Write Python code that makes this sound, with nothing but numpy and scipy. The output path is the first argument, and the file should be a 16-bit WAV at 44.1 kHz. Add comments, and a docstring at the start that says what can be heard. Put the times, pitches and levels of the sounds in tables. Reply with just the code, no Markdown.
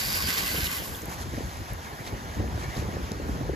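"""A garden hose sprays a car wheel: the jet hisses as droplet noise, whistles at the nozzle, drums in
the wheel's hollows (noise through resonances) and is shut off. Wind buffets the microphone of a handheld
phone on the lawn as rumble, flutter and slaps. Feet rustle through wet grass (swells of noise), drops click
(damped rings), water trickles off (rising bubble tones) and the street hushes far away (steady noise)."""
import sys
import numpy as np
from scipy import signal
from scipy.fft import rfft, irfft, next_fast_len
from scipy.io import wavfile
from scipy.ndimage import uniform_filter1d, map_coordinates

SR = 44100
rng = np.random.default_rng(int(sys.argv[2]) if len(sys.argv) > 2 else 0)


def generate_wav(signal):
    """Clip the signal to [-1, 1] and save it as 16-bit WAV at the path in sys.argv[1]."""
    frames = np.transpose(np.atleast_2d(signal))
    scaled = np.clip(frames, -1, 1) * 32767
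    pcm = np.round(scaled).astype(np.int16)
    wavfile.write(sys.argv[1], SR, pcm)


N = 156555  # length in samples
TOP_HZ = 15800  # upper band limit
DROP_SPREAD_DB = 4  # how unequal single droplets are


def amp(db):
    """Turn dB into gain."""
    return 10 ** (np.asarray(db) / 20)


def unit(x):
    """Scale to an rms of 1."""
    return x / np.sqrt(np.mean(x ** 2) + 1e-20)


def along(points, hz):
    """Read a curve of (Hz, value) points on a log frequency axis."""
    f, value = np.transpose(points)
    return np.interp(np.log(hz + 1), np.log(f + 1), value)


def curves(rows):
    """Give one value per sample for each column after the time."""
    s, *columns = np.transpose(rows)
    return [np.interp(np.arange(N) / SR, s, column) for column in columns]


def wobble(rate):
    """Draw a smooth random curve with rate knots a second."""
    knots = rng.standard_normal(int(N * rate / SR) + 4)
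    return map_coordinates(knots, [np.arange(N) * rate / SR])


def filtered(x, response):
    """Filter x by a complex response of frequency."""
    m = next_fast_len(N + SR // 2)
    hz = np.fft.rfftfreq(m, 1 / SR)
    return irfft(rfft(x, m) * response(hz), m)[..., :N]


def noise(patchy_db, per_s=0, share=0):
    """Two unrelated noises with shared patches of gain; a share of their power comes as single droplets."""
    pair = rng.standard_normal((2, N))
    size_db = DROP_SPREAD_DB * np.clip(rng.standard_normal(N), -2, 2)
    hits = (rng.random(N) < per_s / SR) * amp(size_db)
    share = np.clip(share, 0, 1)
    pair = pair * np.sqrt(1 - share + share * unit(hits) ** 2)
    z = signal.stft(pair, nperseg=512)[2]
    # random gains smoothed over frequency, then over time
    field = uniform_filter1d(rng.standard_normal(z.shape[1:]), size=6, axis=0)
    field = uniform_filter1d(field, size=6, axis=1)
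    return signal.istft(z * amp(patchy_db * unit(field)), nperseg=512)[1][:, :N]


def coloured(x, spectrum):
    """Give x a (Hz, dB) spectrum that falls away towards 0 Hz, at rms 1."""
    points = [(0, -120)] + list(spectrum)
    return unit(filtered(x, lambda hz: amp(along(points, hz))))


def ringing(x, hz, width_hz):
    """Pass x twice through one resonance, at rms 1."""
    def resonance(f):
        return 1j * f * width_hz / (hz * hz - f * f + 1j * f * width_hz)
    return unit(filtered(x, lambda f: resonance(f) ** 2))


SPRAY_PATCH_DB, DROPS_PER_S, DROP_SHARE = 1.3, 1800, .33
# the jet as it is shut off: t/s, mist level/dB, splash level/dB, nozzle whistle level/dB
JET_LEVELS = [(0, -35.5, -33, -37.5), (.054, -34.5, -36.5, -38), (.142, -38, -33, -33),
              (.165, -35, -35, -36.5), (.238, -38.5, -34, -33), (.29, -36, -30.5, -40),
              (.37, -42.5, -30, -45), (.494, -36.5, -34.5, -46), (.62, -36.5, -32.5, -57),
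              (.74, -37.5, -37.5, -61), (.785, -38.5, -38.5, -66), (.81, -42.5, -41, -65),
              (.9, -42, -51, -70), (.98, -44, -63, -72), (1.05, -50, -68, -78), (1.3, -56.5, -82, -93),
              (2, -55.5, -78, -88), (2.6, -60, -83, -88), (3.55, -74, -80, -90)]
# colour of the splash on the wheel: f/Hz, relative level/dB per Hz
SPLASH_COLOUR = [(200, -9), (800, -6.5), (1300, -8.5), (2300, 5.5), (3000, -4), (4300, -2.5), (5500, -2),
                 (6500, -7), (8500, -5), (15600, -12)]
# colour of the mist in the air: f/Hz, relative level/dB per Hz
MIST_COLOUR = [(2000, -12), (4500, -9), (6500, -9), (7500, -1), (9000, -4), (14000, -3.5), (15600, -8)]


def jet():
    """Droplets splash on tyre and metal and hiss as mist, while the nozzle whistles."""
    mist_db, splash_db, whistle_db = curves(JET_LEVELS)
    drops = noise(SPRAY_PATCH_DB, DROPS_PER_S, DROP_SHARE)
    flicker_db = 1.25 * wobble(44.1)
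    mist = amp(mist_db + flicker_db) * coloured(drops, MIST_COLOUR)
    splash = amp(splash_db + flicker_db) * coloured(drops, SPLASH_COLOUR)
    return mist + splash + whistle(whistle_db)


WHISTLE_HZ, WHISTLE_WIDTH_HZ, WHISTLE_WAVER_DB = 4760, 500, 2.2  # width of each resonance pass


def whistle(level_db):
    """The nozzle's resonance turns rushing noise into a wavering, breathy tone."""
    tone = ringing(noise(WHISTLE_WAVER_DB), WHISTLE_HZ, WHISTLE_WIDTH_HZ)
    return amp(level_db + WHISTLE_WAVER_DB * wobble(69)) * tone


SHUT_S, FADE_DB_PER_S = 1.2, 120  # the drumming dies away
DRUM_WAVER_DB = 1.5
# the wheel's hollows: f/Hz, width of each resonance pass/Hz
HOLLOWS = [(1110, 200), (1550, 230), (2000, 160), (3050, 480)]
# the jet wanders over the wheel and wakes its hollows in turn, before the fade:
# t/s, then level/dB of each of the four hollows
DRUM_LEVELS = [(0.0, -44.5, -47, -48, -49), (0.08, -53, -52, -53, -64), (0.128, -49, -46.5, -52, -61),
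               (0.212, -43, -44, -68, -64), (0.25, -53, -46, -58, -46), (0.304, -39.5, -41, -35.5, -45),
               (0.362, -47.5, -50, -63, -65), (0.444, -41.5, -42, -42, -43), (0.516, -56, -45, -42, -53),
               (0.57, -44, -42, -53, -49), (0.608, -50, -43.5, -48, -49), (0.772, -47, -49, -48, -51),
               (0.824, -65, -56, -58, -49), (0.862, -48, -57, -60, -65), (0.902, -57, -54, -63, -63),
               (1.05, -58.5, -57, -71, -65)]


def wheel_drum():
    """The jet's noise sets the wheel's hollows ringing, each at its own pitch."""
    fade_db = FADE_DB_PER_S * np.maximum(np.arange(N) / SR - SHUT_S, 0)
    drum = np.zeros((2, N))
    for (hz, width_hz), level_db in zip(HOLLOWS, curves(DRUM_LEVELS)):
        ring = ringing(noise(DRUM_WAVER_DB), hz, width_hz)
        drum += amp(level_db - fade_db + DRUM_WAVER_DB * wobble(31.1)) * ring
    return drum


# gusts: t/s, rumble level/dB, flutter level/dB
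GUSTS = [(0.0, -41.5, -43), (0.1, -36.5, -45), (0.12, -42, -43), (0.14, -36, -45), (0.19, -42, -43.5),
         (0.26, -31.5, -42.5), (0.3, -44.5, -46), (0.47, -41, -43.5), (0.57, -39, -38.5), (0.59, -42, -34),
         (0.63, -33.5, -40), (0.76, -48, -44.5), (0.81, -35.5, -40.5), (0.87, -52, -51.5),
         (0.9, -36, -40.5), (0.96, -39.5, -43), (1.0, -49, -58), (1.05, -38, -40.5), (1.15, -44, -50),
         (1.21, -39, -46), (1.24, -39, -44), (1.26, -32, -40), (1.31, -39, -49), (1.39, -33, -41),
         (1.41, -40.5, -45), (1.45, -29, -44), (1.5, -42.5, -57), (1.62, -37, -47), (1.64, -45, -51),
         (1.69, -43, -51), (1.72, -31, -44), (1.76, -36.5, -46), (1.82, -46, -47.5), (1.94, -41, -45.5),
         (1.97, -54, -51), (2.01, -38, -45.5), (2.04, -53, -49), (2.07, -39, -42.5), (2.11, -48, -42),
         (2.13, -32.5, -42), (2.19, -41.5, -45), (2.32, -39.5, -42.5), (2.35, -43, -41), (2.4, -27, -35.5),
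         (2.45, -33, -37.5), (2.52, -32.5, -37), (2.55, -27, -37.5), (2.58, -38, -42), (2.7, -30, -42),
         (2.75, -42, -43), (2.77, -28, -36.5), (2.85, -35, -36), (2.88, -37, -37), (3.01, -34, -38.5),
         (3.02, -37, -44.5), (3.21, -38, -39.5), (3.32, -27.5, -37), (3.37, -39, -36.5), (3.45, -32.5, -38),
         (3.55, -33, -37)]
# colour of the rumble: f/Hz, relative level/dB per Hz
RUMBLE_COLOUR = [(12, -23), (25, -45), (40, -5), (59, 1.5), (81, 2), (150, -8.5), (220, -15), (500, -39),
                 (2000, -71)]
# colour of the flutter: f/Hz, relative level/dB per Hz
FLUTTER_COLOUR = [(90, -10.5), (160, -3), (300, -6), (500, -10.5), (800, -24), (1300, -23)]


def wind_roar():
    """Wind on the microphone makes a lumpy low rumble and a faster, higher flutter."""
    rumble_db, flutter_db = curves(GUSTS)
    rumble = amp(0.65 * wobble(14)) * coloured(noise(0.86), RUMBLE_COLOUR)
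    flutter = amp(2.3 * wobble(55)) * coloured(noise(1.0), FLUTTER_COLOUR + [(4000, -61)])
    return amp(rumble_db) * unit(rumble) + amp(flutter_db) * unit(flutter)


SLAP_RISE_S, SLAP_GLIDE, SLAP_NOISE = 0.0032, 0.99, 0.6  # rise time, extra early pitch, turbulence gain
# wind slaps: start t/s, level of the swing/dB, settled pitch f/Hz
SLAPS = [(0.282, -29.5, 228), (0.545, -30.5, 490), (0.819, -36, 129), (1.028, -30, 337),
         (1.334, -29.5, 312), (1.377, -27, 244), (1.406, -30.5, 282), (1.721, -37.5, 190),
         (2.128, -31.5, 285), (2.4, -24.5, 337), (2.437, -25, 232), (2.482, -33.5, 298),
         (2.544, -32.5, 136), (2.575, -31.5, 350), (2.638, -36.5, 380), (2.764, -32, 200),
         (2.822, -29.5, 385), (2.966, -30, 305), (3.037, -32, 230), (3.114, -28.5, 222),
         (3.198, -29.5, 332), (3.289, -23.5, 303), (3.408, -26.5, 308), (3.493, -23, 425),
         (3.532, -29, 304)]


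def wind_slaps():
    """Single eddies slap the microphone: a short swing of gliding pitch with some turbulent noise."""
    out, t = np.zeros((2, N + SR)), np.arange(SR // 20) / SR
    eddies = coloured(noise(0.5), [(100, 12.5), (200, 6.5), (600, 8.5), (900, -7.5), (2000, -65)])
    u = t / SLAP_RISE_S
    swell = u * np.exp(1 - u)
    for (s, db, hz), turn in zip(SLAPS, rng.random(len(SLAPS))):
        at = round(s * SR)
        cycles = hz * t * (1 + SLAP_GLIDE * np.exp(-u)) + turn
        swing = np.sin(2 * np.pi * cycles) * [[1], [.3]]  # mostly direct sound
        turbulence = SLAP_NOISE * eddies[:, at // 2:][:, :len(t)]
        out[:, at:at + len(t)] += amp(db) * swell * (swing + turbulence)
    return out[:, :N]


GRASS_PATCH_DB = 1.2
# steps in grass: middle t/s, length/s (times 0.82 sets the swell), level before the tilt/dB, tilt/dB per octave
STEPS = [(1.124, 0.042, -44, 5), (1.21, 0.034, -43, 2.5), (1.457, 0.27, -47.5, 0.5),
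         (1.702, 0.028, -46.5, -2.5), (1.848, 0.045, -49, 0), (2.073, 0.036, -43, -1),
         (2.624, 0.044, -43, -1.5), (2.784, 0.047, -42, 1.5), (3.033, 0.023, -57, 4),
         (3.29, 0.035, -64, 11.5)]
# colour of the grass before the tilt: f/Hz, relative level/dB per Hz
GRASS_COLOUR = [(700, 3.5), (1500, 3.5), (3000, -3), (7000, -3), (11000, -8), (15600, -23)]


def steps():
    """Each step is a short swell of crackling blades, some brighter than others."""
    t, out = np.arange(N) / SR, np.zeros((2, N))
    blades = coloured(noise(GRASS_PATCH_DB, 900, 0.35), GRASS_COLOUR)
    for s, length, db, bright_db in STEPS:
        swell = amp(db) * np.exp(-np.abs((t - s) / (length * 0.82)) ** 3.4)
        # the tilt turns about 4 kHz
        out += filtered(swell * blades, lambda hz: amp(bright_db * np.log2((hz + 1) / 4000)))
    return out


CLICK_RISE_S = .0004
# drops and stalks: start t/s, level before doubling/dB, middle f/Hz, spread each way/octaves, 60 dB decay/s
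DROP_CLICKS = [(.542, -25, 11700, .5, 0.0043), (.565, -26.5, 3000, 0.19, 0.011),
               (.582, -24, 12000, .3, .005), (.614, -32, 3900, .2, .008), (.669, -26, 3160, 0.25, .01),
               (.784, -31, 3200, 0.15, .008), (.949, -39.5, 3430, 0.099, 0.011),
               (1.019, -32.5, 7400, 0.41, 0.0065), (1.057, -31, 10600, 0.72, 0.0058),
               (1.734, -28.5, 11600, 0.83, 0.0044), (2.078, -37, 4300, 0.34, .008),
               (2.144, -39, 2840, 0.25, .008), (2.351, -37.5, 6870, 0.18, .006),
               (2.477, -42, 2250, .1, .014), (2.596, -41, 2540, 0.65, .006), (2.624, -36, 2400, .4, 0.0088),
               (2.769, -37, 4450, 0.2, .006), (2.781, -34, 1590, 0.4, 0.0084),
               (2.798, -35, 3000, 0.76, .006), (3.034, -45, 12500, 0.33, .005),
               (3.118, -27, 6200, 0.95, 0.0056)]


def clicks():
    """Single drops and snapping stalks: a cluster of tiny damped rings spread around a pitch."""
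    out, t = np.zeros((2, N + SR)), np.arange(SR // 50) / SR
    place = np.linspace(-1, 1, num=11)[:, None]  # from lowest to highest ring
    for s, db, hz, octaves, t60 in DROP_CLICKS:
        ring_hz = np.minimum(hz * 2 ** (octaves * place), TOP_HZ)
        rings = np.sin(2 * np.pi * (ring_hz * t + rng.random(place.shape)))
        cluster = unit((rings * (1.3 - place ** 2)).sum(0))
        envelope = amp(db - 60 * t / t60) * (1 - np.exp(-t / CLICK_RISE_S))
        out[0, round(s * SR):][:len(t)] += envelope * cluster * 2  # direct sound only
    return out[:, :N]


TRICKLE_PER_S, TRICKLE_HZ, TRICKLE_SPREAD = 260, 1860, .18  # bubble rate, middle pitch, log pitch spread
TRICKLE_CYCLES, BUBBLE_RISE = 9, .007  # cycles up to the loudest moment, pitch rise
BUBBLE_SPREAD_DB = 18  # loudest over faintest bubble
# water running off: t/s, level of the loudest bubble/dB
RUN_OFF_LEVELS = [(0, -43), (1.5, -52), (1.75, -50), (1.85, -43.5), (2.02, -43), (2.15, -47.5), (2.3, -44),
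                  (2.48, -52), (2.55, -51), (2.64, -40), (2.72, -44.5), (2.86, -48.5), (2.97, -43.5),
                  (3.05, -50), (3.3, -55), (3.55, -42.5)]


def trickle():
    """Water runs off the tyre: small bubbles with a soft start and a rising pitch."""
    gap, pitch, size, side = rng.random((1100, 4)).T[..., None]
    when = np.cumsum(-np.log(1 - gap), 0) / TRICKLE_PER_S  # random waits between bubbles
    hz = TRICKLE_HZ * np.exp(TRICKLE_SPREAD * (2 * pitch - 1))
    t = np.arange(SR // 30) / SR
    u = t * hz / TRICKLE_CYCLES
    level = amp(np.interp(when, *np.transpose(RUN_OFF_LEVELS)) - BUBBLE_SPREAD_DB * size)
    tone = np.sin(2 * np.pi * hz * t * (1 + BUBBLE_RISE * u))
    bubbles = level * u * np.exp(1 - u) * tone
    at = np.minimum((when * SR).astype(int) + np.arange(len(t)), N)  # late samples land in a spare slot
    parts = [np.bincount(at.ravel(), (bubbles * gain).ravel(), N + 1)[:N] for gain in (1, side - .5)]
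    return np.array(parts)  # direct, diffuse


HUSH_DB, HUSH_PATCH_DB = -41.5, 1.5
# colour of the far street: f/Hz, relative level/dB per Hz
HUSH_COLOUR = [(150, 3.5), (400, -3), (800, 1), (1200, -1.5), (1700, -3), (2500, -10), (4000, -12.5),
               (5000, -12.5), (6900, -14), (7600, -18.5), (10500, -17), (11300, -24), (13500, -22.5),
               (15600, -33)]


def street_hush():
    """The far street is a soft broad noise whose level sways slowly and quickly."""
    level_db = HUSH_DB + 0.52 * wobble(2.68) + 0.83 * wobble(15)
    return amp(level_db) * coloured(noise(HUSH_PATCH_DB, 650, 0.06), HUSH_COLOUR)


# treble stereo image: f/Hz, left channel's lead/half turns (less the lead at 0 Hz), likeness/0-1
TREBLE_STEREO = [(7900, -1.12, .8), (8350, -1, 1), (9750, -1, 1), (10100, -.85, .8), (10700, -.5, .68),
                 (11300, -.05, .9), (11500, 0, 1), (13000, 0, 1), (13450, .3, .68), (14000, .7, .55),
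                 (14600, 1, 1), (16000, 1, 1)]


def stereo(pair, phase, alike, pan):
    """Direct and diffuse sound are spread over two channels by phase, likeness and balance."""
    top_hz, top_lead, top_alike = np.transpose(TREBLE_STEREO)
    all_alike = alike + list(zip(top_hz, top_alike))
    f, lead = np.transpose(phase + list(zip(top_hz, top_lead)))

    def mix(hz):
        """Weigh direct against diffuse sound to set how alike the channels are."""
        turn = np.arccos(np.clip(along(all_alike, hz), 0, 1)) / 2
        return np.array([np.cos(turn), np.sin(turn)])

    def lean(hz):
        """Give the left channel half the balance and lead, and the right one the opposite half."""
        shift = np.interp(hz, f, lead - lead[0])
        left = amp(along(pan + [(top_hz[1], 0)], hz) / 2) * np.exp(.5j * np.pi * shift)
        return np.array([left, 1 / left])

    direct, diffuse = filtered(pair, mix)
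    return filtered(np.array([direct + diffuse, direct - diffuse]), lean)


DRUM_SPREAD = 0.78  # gain of the drumming that is opposite in the two channels
# phase of the jet: f/Hz, left channel's lead/half turns
NEAR_LEAD = [(0, 0), (345, -.15), (1030, -.35), (1720, -.8), (2400, -1.1), (3100, -1.9), (3800, -2),
             (4500, -1.85), (5150, -2), (5850, -2.35), (6550, -2), (7250, -1.45)]
# likeness of the channels for the jet: f/Hz, likeness/0-1
NEAR_LIKENESS = [(300, 0.95), (900, 0.91), (1400, 0.47), (2300, 0.78), (4000, 0.72), (4800, 0.89),
                 (6000, 0.39), (7300, 0.86)]
# balance of the jet: f/Hz, left over right level/dB
NEAR_BALANCE = [(900, 1), (1500, -2.5), (2200, -1.5), (3000, -6), (4100, -5), (4800, 0), (6500, -1),
                (7300, 0.5)]
# phase of the surroundings: f/Hz, left channel's lead/half turns (less the first row's lead)
FAR_LEAD = [(0, 2), (345, 1.87), (1030, 1.4), (1720, .55), (2400, 0), (3100, -.2), (3800, -.05),
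            (4500, -.15), (5150, -.6), (5850, -1.8), (6550, -1.95), (7250, -1.8)]
# likeness of the channels for the surroundings: f/Hz, likeness/0-1
FAR_LIKENESS = [(60, 0.9), (300, 0.76), (1500, 0.64), (4500, 0.56), (5600, 0.13), (6600, 0.88),
                (7400, 0.23)]
# balance of the surroundings: f/Hz, left over right level/dB
FAR_BALANCE = [(500, 0), (1000, -2), (1700, 4), (2500, -2), (3500, -1), (5700, -3.5), (6900, 2.5)]


def scene():
    """The jet and the surroundings each have a stereo image; the drumming spreads about the middle."""
    spray = stereo(jet(), NEAR_LEAD, NEAR_LIKENESS, NEAR_BALANCE)
    drum = wheel_drum()
    wheel = drum[0] + DRUM_SPREAD * drum[1] * [[1], [-1]]
    around = wind_roar() + wind_slaps() + steps() + clicks() + trickle() + street_hush()
    return spray + wheel + stereo(around, FAR_LEAD, FAR_LIKENESS, FAR_BALANCE)


def record(dry):
    """Nothing above the band limit is kept."""
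    return filtered(dry, lambda hz: hz < TOP_HZ)


dry = scene()
out = record(dry)
generate_wav(out)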